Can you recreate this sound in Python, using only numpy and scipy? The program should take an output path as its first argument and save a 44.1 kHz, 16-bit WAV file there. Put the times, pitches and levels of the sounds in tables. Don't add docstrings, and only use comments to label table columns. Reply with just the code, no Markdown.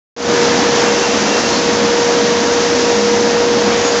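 import sys
import numpy as np
from scipy import signal
from scipy.fft import rfft, irfft
from scipy.io import wavfile

SR = 44100
rng = np.random.default_rng(int(sys.argv[2]) if len(sys.argv) > 2 else 0)


def transcribe(u):
    v = np.clip(np.atleast_2d(u).T, -1, 1)
    q = np.round(v * 32767).astype(np.int16)
    wavfile.write(sys.argv[1], SR, q)


N = 176400
TIME_S = np.arange(N) / SR
FREQ_HZ = np.arange(N // 2 + 1) * SR / N

# freq_hz, relative_density_db
ROAR_SPECTRUM = [(20, -42.5), (38, -27.5), (55, -22.5), (70, -16), (97, -8.5), (122, -12), (150, -6),
                 (190, -3.5), (215, -0.5), (275, 3), (330, -0.5), (450, -2), (650, -1.5), (950, -5.5),
                 (1250, -7.5), (1700, -8), (2300, -12.5), (3500, -15), (8000, -63.5)]
# time_s, gain_db
LOW_ROAR_GAIN = [(.35, 0.5), (.72, -.5), (.87, 0.5), (1.0, -0.5), (1.3, -2), (1.68, 2), (1.83, 1.5),
                 (2.0, -2), (2.17, 0.5), (2.55, 0.5), (2.85, -0.5), (3.1, 1.5), (3.48, -1), (3.65, 1.5),
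                 (3.9, -1)]
# freq_hz, relative_density_db
HISS_SPECTRUM = [(1000, -22.5), (2000, -6.5), (3000, -5.5), (4000, -1), (5000, 1.5), (6200, 1), (6700, -2),
                 (7250, -6), (7700, -17), (8100, -28), (8500, -43.5)]
# time_s, roar_gain_db, hiss_gain_db
NOISE_DRIFT = [(.3, 1, -0.1), (.6, 1.5, 0.7), (.71, 0.9, 0.2), (.8, 3.5, 1.2), (.93, .3, .3),
               (1.3, 1.5, 0.1), (1.55, 0, 0.6), (1.75, 0, -1.3), (2.1, -0.2, -.5), (2.85, -.6, -0.7),
               (3.1, -1, -1), (3.4, -.9, -2.5), (3.7, 0, -1.3), (3.95, -0.2, -0.5)]
# time_s, level_db
DRONE_LEVEL = [(.4, -37), (.58, -28), (.9, -29), (1.08, -37), (1.28, -22.5), (1.5, -37), (1.78, -29),
               (2.25, -33), (2.4, -26), (2.75, -43), (2.98, -20.5), (3.3, -29), (3.45, -36), (3.55, -30),
               (3.95, -30)]
# pitch_hz, level_db, wander_hz, flutter_db
SHAFT_TONES = [(59, -49, .5, 2), (227, -35, 1.5, 3), (418, -37, 1.5, 2), (541, -34.5, 1.5, 2),
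               (930.5, -36.5, 1.2, 2), (1866, -41.5, 6, 2), (2729, -48, 12, 2), (3741, -44, 1.2, 1.5),
               (6228.5, -43.5, 1.5, 1.5), (7182, -48, 6, 3)]
# centre_s, length_s, pitch_hz, jitter_hz, level_db
SQUEAL_EVENTS = [(.885, .07, 2730, 15, -27.5), (.97, .05, 2730, 20, -30.5), (1.045, .05, 2730, 12, -24.5),
                 (1.115, .04, 2715, 20, -29.5), (1.335, .1, 2730, 15, -26.5), (1.46, .06, 2725, 15, -28),
                 (1.55, .12, 4430, 170, -28), (2.86, .17, 2700, 90, -35.5), (3.74, .16, 2190, 80, -30.5),
                 (3.76, .14, 1880, 50, -32), (3.875, .09, 6715, 45, -24.5), (3.945, .08, 4790, 50, -31)]
# time_s, level_db
ROTOR_LEVEL = [(.2, -18), (.45, -15), (.56, -18), (.61, -20), (.67, -17), (.85, -16.5), (1.08, -20.5),
               (1.25, -22), (1.3, -20), (1.42, -21.5), (1.58, -19), (2.0, -15.5), (2.4, -16.5),
               (2.8, -15.5), (3.3, -15), (4.0, -17)]


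def db_to_gain(db):
    return 10 ** (np.asarray(db) / 20)


def unit_rms(x):
    return x / np.sqrt(np.mean(x ** 2))


def curve(table, column=1):
    table = np.array(table)
    return np.interp(TIME_S, table[:, 0], table[:, column])


def smooth_noise(cutoff_hz):
    lowpass = np.exp(-(FREQ_HZ / cutoff_hz) ** 2) * (FREQ_HZ > 0)
    return unit_rms(irfft(rfft(rng.standard_normal(N)) * lowpass, N))


def turbulence(spectrum, flicker_db, bands):
    freq_hz, density_db = np.array(spectrum).T
    octave = np.log2(np.maximum(FREQ_HZ, 1))
    shape = db_to_gain(np.interp(octave, np.log2(freq_hz), density_db))
    bins = rfft(rng.standard_normal(N)) * shape
    band_position = np.interp(octave, np.log2([freq_hz[0], freq_hz[-1]]), [0, bands - 1])
    noise = np.zeros(N)
    for band in range(bands):
        weight = np.maximum(1 - abs(band_position - band), 0)
        noise += irfft(bins * weight, N) * db_to_gain(flicker_db * smooth_noise(9.7))
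    return unit_rms(noise)


def rotation_tone(pitch_hz, wander_hz, flutter_db):
    freq_hz = pitch_hz + wander_hz * smooth_noise(6.25)
    phase = 2 * np.pi * (np.cumsum(freq_hz) / SR + rng.random())
    return unit_rms(np.sin(phase) * db_to_gain(flutter_db * smooth_noise(4.8)))


def hall_roar(level_db=-16.5, crossover_hz=380):
    roar = turbulence(ROAR_SPECTRUM, flicker_db=.76, bands=14)
    low = irfft(rfft(roar) / (1 + (FREQ_HZ / crossover_hz) ** 8), N)
    heaving = roar - low + low * db_to_gain(curve(LOW_ROAR_GAIN))
    return heaving * db_to_gain(level_db + curve(NOISE_DRIFT, column=1))


def yarn_hiss(level_db=-21, grain_db=.5):
    grain = unit_rms(db_to_gain(grain_db * smooth_noise(300)))
    hiss = turbulence(HISS_SPECTRUM, flicker_db=.6, bands=7)
    return hiss * grain * db_to_gain(level_db + curve(NOISE_DRIFT, column=2))


def shafts():
    drone = rotation_tone(209.3, wander_hz=1.5, flutter_db=1.5) * db_to_gain(curve(DRONE_LEVEL))
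    whines = sum(db_to_gain(level_db) * rotation_tone(pitch_hz, wander_hz, flutter_db)
                 for pitch_hz, level_db, wander_hz, flutter_db in SHAFT_TONES)
    return drone + whines


def squeals(jitter_cutoff_hz=150):
    sound = np.zeros(N)
    for centre_s, length_s, pitch_hz, jitter_hz, level_db in SQUEAL_EVENTS:
        freq_hz = pitch_hz + jitter_hz * smooth_noise(jitter_cutoff_hz)
        ring = unit_rms(np.sin(2 * np.pi * np.cumsum(freq_hz) / SR))
        contact = np.exp(-(2 * (TIME_S - centre_s) / length_s) ** 2)
        sound += db_to_gain(level_db) * contact * ring
    return sound


def rotor(pitch_hz=475.65, octave_gain_db=-15):
    hum = rotation_tone(pitch_hz, wander_hz=.2, flutter_db=.5)
    octave = rotation_tone(2 * pitch_hz, wander_hz=.7, flutter_db=2.1)
    return (hum + db_to_gain(octave_gain_db) * octave) * db_to_gain(curve(ROTOR_LEVEL))


def scene():
    return (rotor() + shafts() + hall_roar() + yarn_hiss() + squeals())[None]


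def record(dry):
    start_s, fade_s, start_gain, cutoff_hz = .164, .15, .12, 8400
    ramp = np.clip((TIME_S - start_s) / fade_s, 0, 1) ** 1.03
    fade = (TIME_S >= start_s) * (start_gain + (1 - start_gain) * ramp)
    lowpass = signal.ellip(10, .1, 90, cutoff_hz, fs=SR, output="sos")
    return signal.sosfilt(lowpass, dry * fade)


dry = scene()
out = record(dry)
transcribe(out)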